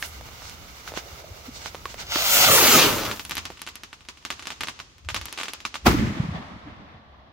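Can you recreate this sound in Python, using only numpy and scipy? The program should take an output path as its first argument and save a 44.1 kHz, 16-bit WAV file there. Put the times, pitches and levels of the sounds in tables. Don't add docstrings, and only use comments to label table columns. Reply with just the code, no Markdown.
import sys
import numpy as np
from scipy import signal
from scipy.fft import rfft, irfft, next_fast_len
from scipy.io import wavfile
from scipy.ndimage import map_coordinates

SR = 44100
rng = np.random.default_rng(int(sys.argv[2]) if len(sys.argv) > 2 else 0)


def pcm_store(signal):
    levels = np.round(np.clip(np.atleast_2d(signal), -1, 1) * 32767)
    wavfile.write(sys.argv[1], SR, levels.astype(np.int16).T)


N = 323206
TIME_S = np.arange(N) / SR
FFT_SIZE = next_fast_len(N + SR // 2, True)
FREQ_HZ = np.arange(FFT_SIZE // 2 + 1) * SR / FFT_SIZE

# time_s, level_db, half_length_s
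LOW_SWELLS = [(3.05, -43, .1), (4.63, -50, .05), (5.15, -43, .11)]
# time_s, level_db, pitch_hz, half_length_s
LOW_THUMPS = [(.18, -38.5, 65, 0.021), (.975, -36, 190, .004), (1.318, -31.5, 79.5, 0.0099),
              (1.49, -31, 253, 0.0073), (1.858, -33, 430, .002), (5.072, -31, 77, 0.014),
              (5.13, -33, 85, 0.0076)]
# time_s, level_db, half_length_s, thin_jet_db
FLARES = [(.042, -39.5, .02, -46), (.475, -52, .04, -49), (.885, -44, .011, -58), (.975, -39, .026, -50),
          (1.565, -52, .025, -46), (1.62, -48, .02, -51), (1.67, -41, .024, -45), (1.91, -49, .025, -54),
          (2.005, -39, .024, -45)]
# start_s, level_db, pitch_hz, decay_s, ring_q, tick_db, right_over_left_db
SPITS = [(0.026, -20.5, 1970, 0.0046, 8, -20, 2), (.211, -35, 430, .003, 1.2, -24, 2),
         (.288, -38, 400, .002, 1.2, -22, 2), (.421, -36, 900, .002, 1, -22, 3),
         (0.454, -36, 1160, 0.0018, 2, -28, 3), (0.497, -35, 4000, .004, 1.1, -20, 3),
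         (.877, -32, 1450, 0.0065, 3, -18, 3), (0.92, -34, 448, 0.0068, 1.4, -26, 3),
         (0.939, -32.5, 576, 0.0052, 1.3, -22, 3), (0.9746, -26, 420, 0.004, 1.1, -3, 9),
         (1.242, -37.5, 640, 0.0062, 6, -42, 3), (1.6599, -30, 950, 0.0025, 2.3, -5, 10),
         (1.747, -29, 520, 0.0042, 2.5, -14, 3), (1.7525, -35, 900, .002, 1.5, -12, 3),
         (1.856, -22, 1110, .003, 16, -4, 3), (1.9435, -31, 680, 0.0023, 1.2, -12, 3),
         (2.1588, -19, 1160, 0.004, 4, 5, 3), (2.159, -20, 350, 0.0045, 1.6, -30, 3),
         (3.503, -32, 430, 0.0067, 1.8, -22, 2)]
# time_s, rush_change_db, half_length_s, hiss_change_db
LEVEL_CHANGES = [(2.105, 2.5, .018, 0), (2.18, 1, .025, 0), (2.225, -3, .025, 0), (2.39, 3, .05, 0),
                 (2.458, -5, .02, -4), (2.53, 0, .025, 3), (2.735, 2, .04, 3), (2.815, 3, .04, 0),
                 (2.925, -3, .025, -2)]
# time_s, level_db, half_length_s
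CHUFFS = [(2.5, -28, .013), (2.695, -32, .012), (2.765, -28, .022), (2.865, -32, .012)]
# time_s, level_db, half_length_s
RASPS = [(2.74, -33, .03), (2.81, -28, .035), (2.86, -31, .018)]
# start_s, level_db, body_relative_db, sizzle_relative_db, sizzle_hz
CRACKS = [(3.0526, -2.0, 0.0, -9.0, 12100.0), (3.0643, -4.0, 3.0, -12.0, 12800.0),
          (3.1136, 0.0, 0.0, -19.0, 12300.0), (3.1617, -14.0, 1.0, -3.0, 11500.0),
          (3.1734, -15.0, -3.0, -12.0, 11900.0), (3.196, -4.0, 3.0, -11.0, 12600.0),
          (3.2512, -10.0, 0.0, 3.0, 10100.0), (3.2955, -8.0, 1.0, 2.0, 10800.0),
          (3.3102, -1.5, -1.0, -7.0, 12700.0), (3.3195, -4.0, 2.0, -19.0, 12600.0),
          (3.3537, -7.0, -1.0, 3.0, 12200.0), (3.3695, 0.0, 0.0, -15.0, 13000.0),
          (3.3803, -1.0, 3.0, -5.0, 11500.0), (3.4542, -4.0, -2.0, -9.0, 11700.0),
          (3.5732, -20.0, -4.0, -25.0, 11500.0), (3.5937, -18.0, -5.0, -17.0, 11000.0),
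          (3.6178, -8.0, 2.0, 2.0, 10500.0), (3.6656, -11.5, -3.0, -6.0, 10100.0),
          (3.6744, -6.5, 0.0, -25.0, 11100.0), (3.6892, -11.0, -4.0, -6.0, 12300.0),
          (3.7556, -10.5, -6.0, 1.0, 11100.0), (3.8351, -9.5, 2.0, -9.0, 10400.0),
          (3.9299, -12.5, 4.0, -24.0, 11100.0), (4.0078, -23.0, 0.0, -25.0, 10700.0),
          (4.0872, -7.0, -1.0, -12.0, 9500.0), (4.1737, -21.0, -6.0, -25.0, 11900.0),
          (4.2512, -4.0, 3.0, -12.0, 10000.0), (4.3039, 0.5, -2.0, -20.0, 12900.0),
          (4.3252, -10.0, -3.0, -13.0, 11300.0), (4.3946, -11.5, -1.0, -17.0, 10100.0),
          (4.4252, -12.0, 2.0, -11.0, 9600.0), (4.4556, -11.5, -1.0, -16.0, 9100.0),
          (4.471, -2.5, -1.0, -10.0, 10500.0), (4.5042, -5.0, 0.0, -16.0, 10900.0),
          (4.5203, -10.0, -2.0, -25.0, 11900.0), (4.6079, -3.0, 1.0, -6.0, 9600.0),
          (4.6103, -4.0, 1.0, -25.0, 9900.0), (4.6346, -2.5, 5.0, -10.0, 12100.0),
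          (4.6723, -7.0, 2.0, -12.0, 10400.0), (4.6851, -2.0, 1.0, -22.0, 11400.0),
          (4.7912, -13.0, 1.0, -25.0, 10900.0), (4.8009, -9.0, 5.0, -25.0, 11300.0),
          (4.9823, -25.0, 1.0, -10.0, 11400.0), (5.0485, -24.0, 1.0, -22.0, 11000.0),
          (5.0882, -1.5, 2.0, -25.0, 11400.0), (5.103, -6.0, -1.0, -25.0, 11500.0),
          (5.1453, 2.0, 0.0, -10.0, 10700.0), (5.1637, 1.0, 1.0, -20.0, 12400.0),
          (5.2139, -8.5, 1.0, -8.0, 11800.0), (5.2563, -8.0, 1.0, 3.0, 11000.0),
          (5.284, -12.5, 1.0, -25.0, 11200.0), (5.3267, -7.5, 0.0, 1.0, 10500.0),
          (5.3761, -7.5, 0.0, -25.0, 10700.0), (5.3786, -9.0, -4.0, -25.0, 11100.0),
          (5.3875, -3.5, 1.0, -25.0, 11600.0), (5.4017, -4.5, -3.0, -25.0, 11000.0),
          (5.4125, -4.0, 0.0, -19.0, 10600.0), (5.4333, -2.5, 0.0, -11.0, 10100.0),
          (5.4566, -9.0, -2.0, -20.0, 10700.0), (5.4832, -4.0, -3.0, -25.0, 11200.0),
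          (5.535, -6.0, -2.0, 1.0, 10900.0), (5.604, -13.0, -5.0, -25.0, 12300.0),
          (5.6517, -3.5, 4.0, -25.0, 11000.0), (5.6525, -1.5, 4.5, -25.0, 10900.0),
          (5.7427, -5.0, 1.0, -25.0, 8900.0), (5.7555, -4.5, 5.0, -25.0, 10000.0)]
# time_s, level_db, half_length_s
SPURTS = [(4.42, -52, .18), (5.14, -49, .04), (5.39, -44, .13)]
# start_s, level_db, length_ms
BLASTS = [(5.8595, -14, .9), (5.8623, -9, .9), (5.8650, -7, 1.2), (5.8690, -.5, 1.1), (5.8724, -5, .8),
          (5.8803, -10, 2.3), (5.8875, -14, 2.6), (5.9305, -17, 2.0)]
# time_s, level_db, pitch_hz, half_length_s
LAND_ECHOES = [(5.89, -18, 62, .035), (5.948, -15, 290, 0.0058), (6.027, -16.5, 218, 0.014),
               (6.105, -26, 205, .014), (6.172, -30, 300, .008), (6.204, -10.5, 150, 0.0043),
               (6.255, -25, 170, .008), (6.292, -20, 159, 0.0062), (6.32, -27, 89, 0.016),
               (6.355, -27, 165, .01), (6.676, -37, 297, 0.013)]
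# peak_s, boom_db, wash_db, rustle_db
WOOD_ECHOES = [(5.99, -37, -52, -39), (6.07, -38, -50, -42), (6.18, -42, -39, -45), (6.24, -33, -56, -52),
               (6.36, -35, -40, -52), (6.52, -52, -53, -60), (6.68, -54, -50, -54), (6.81, -48, -53, -62),
               (6.89, -58, -55, -58)]
# freq_hz, side_over_mid_db
WIDTH = [(30, -7.5), (130, -11), (300, -10), (600, -3), (1200, 1.5), (2500, 0.5), (15500, 1)]

# freq_hz, gain_db
BACKGROUND_COLOUR = [(20, -23), (35, -14.5), (66, -2.5), (110, -11), (200, -19), (350, -22.5), (1000, -31),
                     (3000, -50), (8000, -66.5), (15500, -59.5)]
FUSE_COLOUR = [(100, -29), (300, -13), (420, 0), (600, -5), (850, -3.5), (1200, 2), (1600, -8), (2000, -3),
               (3200, -6), (6500, -8), (8800, -20), (12000, -15.5), (15500, -14)]
FLARE_COLOUR = [(100, -1), (500, 4), (1200, 6), (2500, 5.5), (4500, 1), (6500, 1), (9000, -19),
                (15500, -15)]
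TICK_COLOUR = [(100, -11), (500, -4), (1200, -1), (2500, -.5), (4800, -6), (6200, -18), (9000, -31),
               (15500, -37)]
MOTOR_COLOUR = [(40, -18.5), (90, -11.5), (180, -11.5), (420, 2), (800, -2), (1280, 2), (1650, -5.5),
                (2800, -1.5), (4000, -3.5), (6500, -4.5), (8200, -16), (10000, -17), (13000, -12.5),
                (15500, -10.5)]
JET_SHOCK_COLOUR = [(100, -26), (300, -11), (600, 0), (1250, 4), (1700, -1), (2800, 1.5), (4500, -1.5),
                    (6500, -4), (8500, -13.5), (15500, -22)]
CRACK_COLOUR = [(60, -10), (200, 2.5), (420, 5.5), (700, 4), (1150, 5.5), (1650, 1), (2800, 2),
                (4500, -4.5), (6500, -7), (8500, -12), (12000, -21), (15500, -25), (19000, -45)]
THUMP_COLOUR = [(50, -14), (140, 0), (420, 1), (700, -11), (1500, -36), (6000, -60)]
SCATTER_COLOUR = [(60, -20), (250, 3), (600, -3.5), (1150, 3), (1700, -1), (2800, 1.5), (4500, -1),
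                  (6500, -3), (8500, -13.5), (12000, -19.5), (15500, -22)]
BOOM_COLOUR = [(20, -12), (35, -14), (62, -1), (90, 3), (140, -1.5), (220, 1), (300, -5), (420, -15)]
CRASH_COLOUR = [(420, -3), (620, -4), (900, -1.5), (1250, 0.5), (1600, -6), (2000, -3.5), (3000, -9.5),
                (6000, -13.5), (9000, -22.5), (12500, -18), (15500, -16.5)]
WOODS_COLOUR = [(300, -22), (450, -14), (640, -2), (850, -7), (1150, -6.5), (1400, -16), (1800, -12),
                (2400, -22), (3500, -17.5), (6000, -36), (9000, -65)]
RUSTLE_COLOUR = [(700, -14), (1900, 0), (4000, -9), (7000, -15), (9000, -28), (15500, -32)]

# level_db, full_s, rise_db_per_s, until_s, fall_db_per_s
RUMBLE = (-33.5, 2.54, 66, 2.92, 36)
GROWL = (-29.5, 2.47, 52, 2.82, 38)
ROAR = (-25.2, 2.45, 66, 2.80, 41)
RUSH = (-24.5, 2.33, 31, 2.77, 62)
HISS = (-20.6, 2.32, 100, 2.74, 68)

IGNITION_S, LIFTOFF_S, BURNOUT_S, BANG_S, SPLIT_S = 2.12, 2.45, 3.11, 5.866, 5.869
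IGNITION_DB_PER_S, ECHO_RISE_DB_PER_S = 260, 330
CLIMB_M_S2, STAND_M, DISTANCE_M, MIC_HEIGHT_M, SOUND_M_S = 58, .94, 8, 1.98, 343
STAND_PORT_LAG_MS, CLOSE_REFLECTION_MS = -.14, 3.35
FAINT_FROM_S, FAINT_UNTIL_S, FAINT_DB, FAINT_SPREAD_DB = 3.15, 4.6, -26, 3
BODY_HZ, BODY_SPREAD_OCTAVES, BODY_Q, RING_DB = 1200, .45, 2.2, 1.5
SIZZLE_DECAY_S, SIZZLE_Q = .0007, 3.5
TOP_HZ = 15750


def undb(db):
    return 10 ** (np.asarray(db) / 20)


def unit(x):
    return x / np.sqrt(np.mean(x ** 2))


def add(out, start_s, x):
    i = int(max(start_s, 0) * SR)
    out[..., i:i + x.shape[-1]] += x[..., :max(N - i, 0)]


def delay(x, ms):
    return map_coordinates(x, [np.arange(N) - ms * SR / 1000], order=3)


def lowpass(x, cutoff_hz, order):
    return signal.sosfilt(signal.butter(order, cutoff_hz, fs=SR, output="sos"), x)


def response(colour):
    hz, db = np.transpose(colour)
    return undb(np.interp(np.log(FREQ_HZ + 1), np.log(hz), db))


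def band(lo_hz, hi_hz):
    return 1 / np.sqrt((1 + (lo_hz / (FREQ_HZ + 1)) ** 10) * (1 + (FREQ_HZ / hi_hz) ** 10))


def strike(x, colour):
    cepstrum = irfft(np.log(response(colour)), FFT_SIZE)
    cepstrum[1:FFT_SIZE // 2] *= 2
    cepstrum[FFT_SIZE // 2 + 1:] = 0
    return irfft(rfft(x, FFT_SIZE) * np.exp(rfft(cepstrum)), FFT_SIZE)[..., :N]


def noise(spectrum):
    return unit(irfft(rfft(rng.standard_normal(FFT_SIZE)) * spectrum, FFT_SIZE)[:N])


def wide(spectrum):
    side_spectrum = spectrum * response(WIDTH)
    side = noise(side_spectrum) * np.sqrt(np.sum(side_spectrum ** 2) / np.sum(spectrum ** 2))
    return noise(spectrum) + np.array([side, -side])


def sparks(rate_hz, spread_db, colour):
    hits = rng.random(N) < rate_hz / SR
    sizes = undb(spread_db * np.minimum(rng.exponential(size=N), 4))
    return unit(strike(hits * sizes, colour))


def flutter(rate_hz, depth_db):
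    knots = rng.standard_normal(N // 100)
    return undb(depth_db * np.interp(TIME_S * rate_hz, np.arange(len(knots)), knots))


def envelope(level_db, full_s=0, rise_db_per_s=0, until_s=0, fall_db_per_s=0):
    before_db = rise_db_per_s * np.maximum(full_s - TIME_S, 0)
    after_db = fall_db_per_s * np.maximum(TIME_S - until_s, 0)
    return undb(level_db - np.minimum(before_db + after_db, 200))


def surge(time_s, level_db, half_length_s):
    return undb(level_db) * np.exp(-np.minimum(((TIME_S - time_s) / half_length_s) ** 2, 20))


def surges(rows):
    return sum(surge(*row) for row in rows)


def thuds(rows):
    out = np.zeros(N)
    t = np.arange(-SR // 10, SR // 10) / SR
    for time_s, level_db, pitch_hz, half_length_s in rows:
        packet = np.exp(-(t / half_length_s) ** 2) * np.cos(2 * np.pi * pitch_hz * t)
        add(out, time_s + t[0], undb(level_db) * packet)
    return out


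def scatter(x, t60_s, rise_s):
    t = TIME_S[:SR]
    decay = undb(-60 * t / t60_s) ** 2 * (1 - np.exp(-t / rise_s))
    return np.sqrt(np.abs(signal.fftconvolve(x ** 2, decay / decay.sum())[:N]))


def background_rumble():
    gain = np.hypot(envelope(-49.6, until_s=3.3, fall_db_per_s=35), undb(-56.2))
    wavering = flutter(5, 1.3) * flutter(17, 1.2)
    colour = response(BACKGROUND_COLOUR)
    rumble = gain * wide(colour * band(20, 17000))
    rumble += surges(LOW_SWELLS) * wide(colour * band(20, 140))
    return rumble * wavering + thuds(LOW_THUMPS)


def fuse():
    burn = envelope(-48.3, until_s=2.04, fall_db_per_s=80)
    grains = sparks(900, 4, FLARE_COLOUR)
    fizz = burn * (wide(response(FUSE_COLOUR)) + undb(-11) * grains)
    flaring = surges(flare[:3] for flare in FLARES)
    fizz += flaring * (wide(response(FLARE_COLOUR)) + undb(-6) * grains)
    gasping = flutter(14, 4.5)
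    jet_flaring = surges((time_s, jet_db, half_s) for time_s, _, half_s, jet_db in FLARES)
    fizz += (undb(-16) * burn * gasping + jet_flaring) * wide(band(3500, 6600))
    fizz += surge(.03, -46, .075) * wide(band(7000, 15500))
    fizz += surge(1.25, -52, .33) * wide(band(370, 600)) * gasping
    spitting = spits()
    diffuse = scatter(spitting.mean(axis=0), t60_s=.095, rise_s=.003) * wide(response(FUSE_COLOUR))
    fizz = np.array([side + .35 * delay(side, ms) for side, ms in zip(fizz, (1.3, 1.4))])
    return (fizz * flutter(30, 1.8) + undb(-15) * diffuse) * undb([[-1.9], [1.3]]) + spitting


def spits():
    out, t = np.zeros((2, N)), TIME_S[:SR // 10]
    impulse = signal.unit_impulse(len(t))
    tick = strike(impulse, TICK_COLOUR)[:len(t)]
    for start_s, level_db, pitch_hz, decay_s, ring_q, tick_db, right_db in SPITS:
        decay = np.exp(-t / decay_s)
        push = rng.standard_normal(len(t)) * decay + 15 * impulse
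        ring = signal.lfilter(*signal.iirpeak(pitch_hz, ring_q, fs=SR), push)
        body = unit(ring) * np.sqrt(np.mean(decay ** 2))
        pan = undb([[-right_db / 2], [right_db / 2]])
        add(out, start_s, pan * (undb(level_db) * body + undb(tick_db) * tick))
    return out


def eddies(spectrum, lo_hz, hi_hz, count):
    edges_hz = np.geomspace(lo_hz, hi_hz, count + 1)
    parts = [spectrum * band(lo, hi) for lo, hi in zip(edges_hz, edges_hz[1:])]
    return unit(sum(noise(part) * np.sqrt(np.sum(part ** 2)) * flutter(26, 2.1) for part in parts))


def ports(x, ground_gain, grass_cutoff_hz, close_gain):
    height_m = STAND_M + CLIMB_M_S2 * np.maximum(TIME_S - LIFTOFF_S, 0) ** 2 / 2
    detour_m = 2 * MIC_HEIGHT_M * height_m / np.hypot(height_m, DISTANCE_M)
    port_lag_ms = STAND_PORT_LAG_MS * STAND_M / height_m
    bounce = delay(lowpass(x, grass_cutoff_hz, order=1), 1000 * detour_m / SOUND_M_S)
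    arrival = x + ground_gain * bounce
    close = close_gain * delay(x, CLOSE_REFLECTION_MS)
    return np.array([arrival + close / 2, delay(arrival, port_lag_ms) + close])


def clutter(x, count):
    taps = rng.uniform([3, -3], [40, 3], (2, count, 2))
    flight_s = TIME_S - LIFTOFF_S
    sides = [sum(delay(x, lag_ms + drift * flight_s) for lag_ms, drift in port) for port in taps]
    return np.array(sides) / np.sqrt(count)


def motor():
    thrust = envelope(0, IGNITION_S, IGNITION_DB_PER_S, BURNOUT_S, fall_db_per_s=220)
    rumble, growl, roar, rush = (thrust * envelope(*eddy) for eddy in (RUMBLE, GROWL, ROAR, RUSH))
    hiss = envelope(0, IGNITION_S, IGNITION_DB_PER_S) * envelope(*HISS)
    for time_s, rush_db, half_length_s, hiss_db in LEVEL_CHANGES:
        window = np.exp(-((TIME_S - time_s) / half_length_s) ** 2)
        rush *= undb(rush_db * window)
        hiss *= undb(hiss_db * window)
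    colour, chuffs = response(MOTOR_COLOUR), surges(CHUFFS)
    low = (rumble + chuffs) * noise(colour * band(80, 236)) * flutter(40, 1.5)
    sputter = flutter(70, 2.7)
    mid = (growl + undb(-5) * chuffs) * eddies(colour, 170, 600, count=2) * flutter(40, 1.5)
    mid += roar * eddies(colour, 600, 2100, count=4) * sputter
    mid += undb(-7) * roar * sparks(150, 4, JET_SHOCK_COLOUR)
    high = rush * eddies(colour, 1800, 6100, count=5) * flutter(90, 2.4)
    high += surges(RASPS) * noise(band(1900, 3800)) * sputter
    high += hiss * noise(colour * band(7500, 17000)) * flutter(70, .98)
    high += undb(-5) * rush * sparks(350, 4, JET_SHOCK_COLOUR)
    draught = undb(-12) * rumble * wide(band(22, 70))
    around = clutter(undb(-6.5) * low + undb(-5.5) * mid + undb(2) * high, count=5)
    direct = ports(low + mid + high, ground_gain=.7, grass_cutoff_hz=3600, close_gain=.12)
    return (direct + around) * flutter(30, .39) + draught


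def shock(sizzle_db, length_jitter):
    brightness = np.interp(sizzle_db, [-25, -2], [0, 1])
    suction_ms = np.interp(brightness, [0, 1], [.16, .115]) * (1 + .3 * length_jitter)
    front_hz = 10500 * (18000 / 10500) ** brightness
    wave = signal.unit_impulse(SR // 100)
    add(wave, suction_ms / 1000, np.array([-.65]))
    return lowpass(wave, front_hz, order=2)


def sizzle(pitch_hz):
    t = TIME_S[:SR // 100]
    spray = rng.standard_normal(len(t)) * np.exp(-t / SIZZLE_DECAY_S)
    ring = signal.iirpeak(pitch_hz, SIZZLE_Q, fs=SR)
    spray = signal.lfilter(*ring, signal.lfilter(*ring, spray))
    return spray / np.sqrt(np.sum(spray ** 2))


def crackle():
    shocks, strengths, bodies, sizzles = np.zeros((4, N))
    cracks = list(CRACKS)
    for when, strength in rng.random(size=(12, 2)):
        start_s = FAINT_FROM_S + when * (FAINT_UNTIL_S - FAINT_FROM_S)
        cracks.append((start_s, FAINT_DB + FAINT_SPREAD_DB * (2 * strength - 1), 0, -14, 11000))
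    jitters = rng.uniform(-1, 1, (len(cracks), 2))
    for crack, (length_jitter, pitch_jitter) in zip(cracks, jitters):
        start_s, level_db, body_db, sizzle_db, sizzle_hz = crack
        wave = shock(sizzle_db, length_jitter)
        woody = signal.iirpeak(BODY_HZ * 2 ** (BODY_SPREAD_OCTAVES * pitch_jitter), BODY_Q, fs=SR)
        ring = (undb(body_db + RING_DB) - 1) * signal.lfilter(*woody, wave)
        add(shocks, start_s, undb(level_db) * (wave + ring))
        add(strengths, start_s, undb([level_db]))
        add(bodies, start_s, undb([level_db + body_db]))
        add(sizzles, start_s, undb(level_db + sizzle_db) * sizzle(sizzle_hz))
    snaps = undb(.5) * strike(shocks, CRACK_COLOUR)
    thumps = envelope(-.5, until_s=4.68, fall_db_per_s=30) * strike(strengths, THUMP_COLOUR)
    colour = response(SCATTER_COLOUR)
    knock = scatter(bodies, t60_s=.025, rise_s=.001) * wide(band(800, 3000))
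    near = scatter(strengths, t60_s=.085, rise_s=.03) * wide(colour)
    far = scatter(strengths, t60_s=1, rise_s=.03) * wide(colour * band(100, 9800))
    direct = ports(snaps + thumps, ground_gain=.4, grass_cutoff_hz=1900, close_gain=.55)
    return direct + undb(-7) * (sizzles + near) + undb(-16) * (knock + far)


def climb():
    gain = envelope(-51, BURNOUT_S, IGNITION_DB_PER_S, BURNOUT_S, fall_db_per_s=5) + surges(SPURTS)
    rush = wide(response(SCATTER_COLOUR)) * flutter(17, .47)
    patter = sparks(90, 5, SCATTER_COLOUR)
    return gain * (TIME_S < BANG_S) * (undb(-6) * rush + undb(-22) * patter)


def blast_waves():
    fronts = np.zeros(N)
    for start_s, level_db, length_ms in BLASTS:
        add(fronts, start_s, undb(level_db) * np.linspace(1, -1, int(length_ms * SR / 1000) + 2))
    return lowpass(fronts, 4200, order=2)


def report(level_db, fall_db_per_s, hold_s=0):
    return envelope(level_db, BANG_S, 1600, BANG_S + hold_s, fall_db_per_s)


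def echo_gain(peaks):
    gains = [envelope(db, s, ECHO_RISE_DB_PER_S, s, fall_db_per_s=130) for s, db in peaks]
    return np.sqrt(sum(gain ** 2 for gain in gains))


def salute():
    boom = np.hypot(report(-23, 100, hold_s=.16), report(-37, 15.5))
    boom = np.hypot(boom, echo_gain((s, db) for s, db, _, _ in WOOD_ECHOES))
    out = boom * wide(response(BOOM_COLOUR) * band(20, 470)) * flutter(25, 1.8)
    punch = np.hypot(report(-20.5, 240), report(-40, 105))
    out += punch * wide(band(290, 410)) * flutter(25, 1.5)
    crash = np.hypot(report(-21, 185), report(-37, 19)) * flutter(120, .92)
    out += report(-27, 210) * sparks(1500, 4, CRACK_COLOUR)
    colour = response(CRASH_COLOUR)
    hard_crack = envelope(-15, SPLIT_S, 15000, SPLIT_S, fall_db_per_s=1900)
    out += hard_crack * wide(colour * band(600, 7000))
    age_s = np.maximum(TIME_S - BANG_S, 0)
    mid_power = np.sum((colour * band(400, 2570)) ** 2)
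    edges_hz = np.geomspace(420, 16800, 7)
    for lo_hz, hi_hz in zip(edges_hz, edges_hz[1:]):
        part = colour * band(lo_hz, hi_hz)
        share = np.sqrt(np.sum(part ** 2) / mid_power)
        absorbed_db = age_s * (3 + 10 * (lo_hz / 4000) ** 2.27)
        out += wide(part) * share * crash * undb(-absorbed_db)
    return out + blast_waves() + thuds(LAND_ECHOES)


def woods():
    tail = envelope(-53, 6.4, ECHO_RISE_DB_PER_S, until_s=6.4, fall_db_per_s=5)
    wash = np.hypot(tail, echo_gain((s, db) for s, _, db, _ in WOOD_ECHOES))
    rustle = echo_gain((s, db) for s, _, _, db in WOOD_ECHOES)
    colour = response(RUSTLE_COLOUR)
    twigs = wide(colour * band(700, 2800))
    twigs += report(-3, 18) * wide(colour * band(2800, 15500))
    return (wash * wide(response(WOODS_COLOUR)) + rustle * twigs) * flutter(35, 1.5)


def scene():
    return fuse() + motor() + climb() + crackle() + salute() + woods() + background_rumble()


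def record(dry):
    rounded = dry / (1 + dry ** 4) ** .25
    return signal.sosfilt(signal.ellip(10, .2, 70, TOP_HZ, fs=SR, output="sos"), rounded)


dry = scene()
out = record(dry)
pcm_store(out)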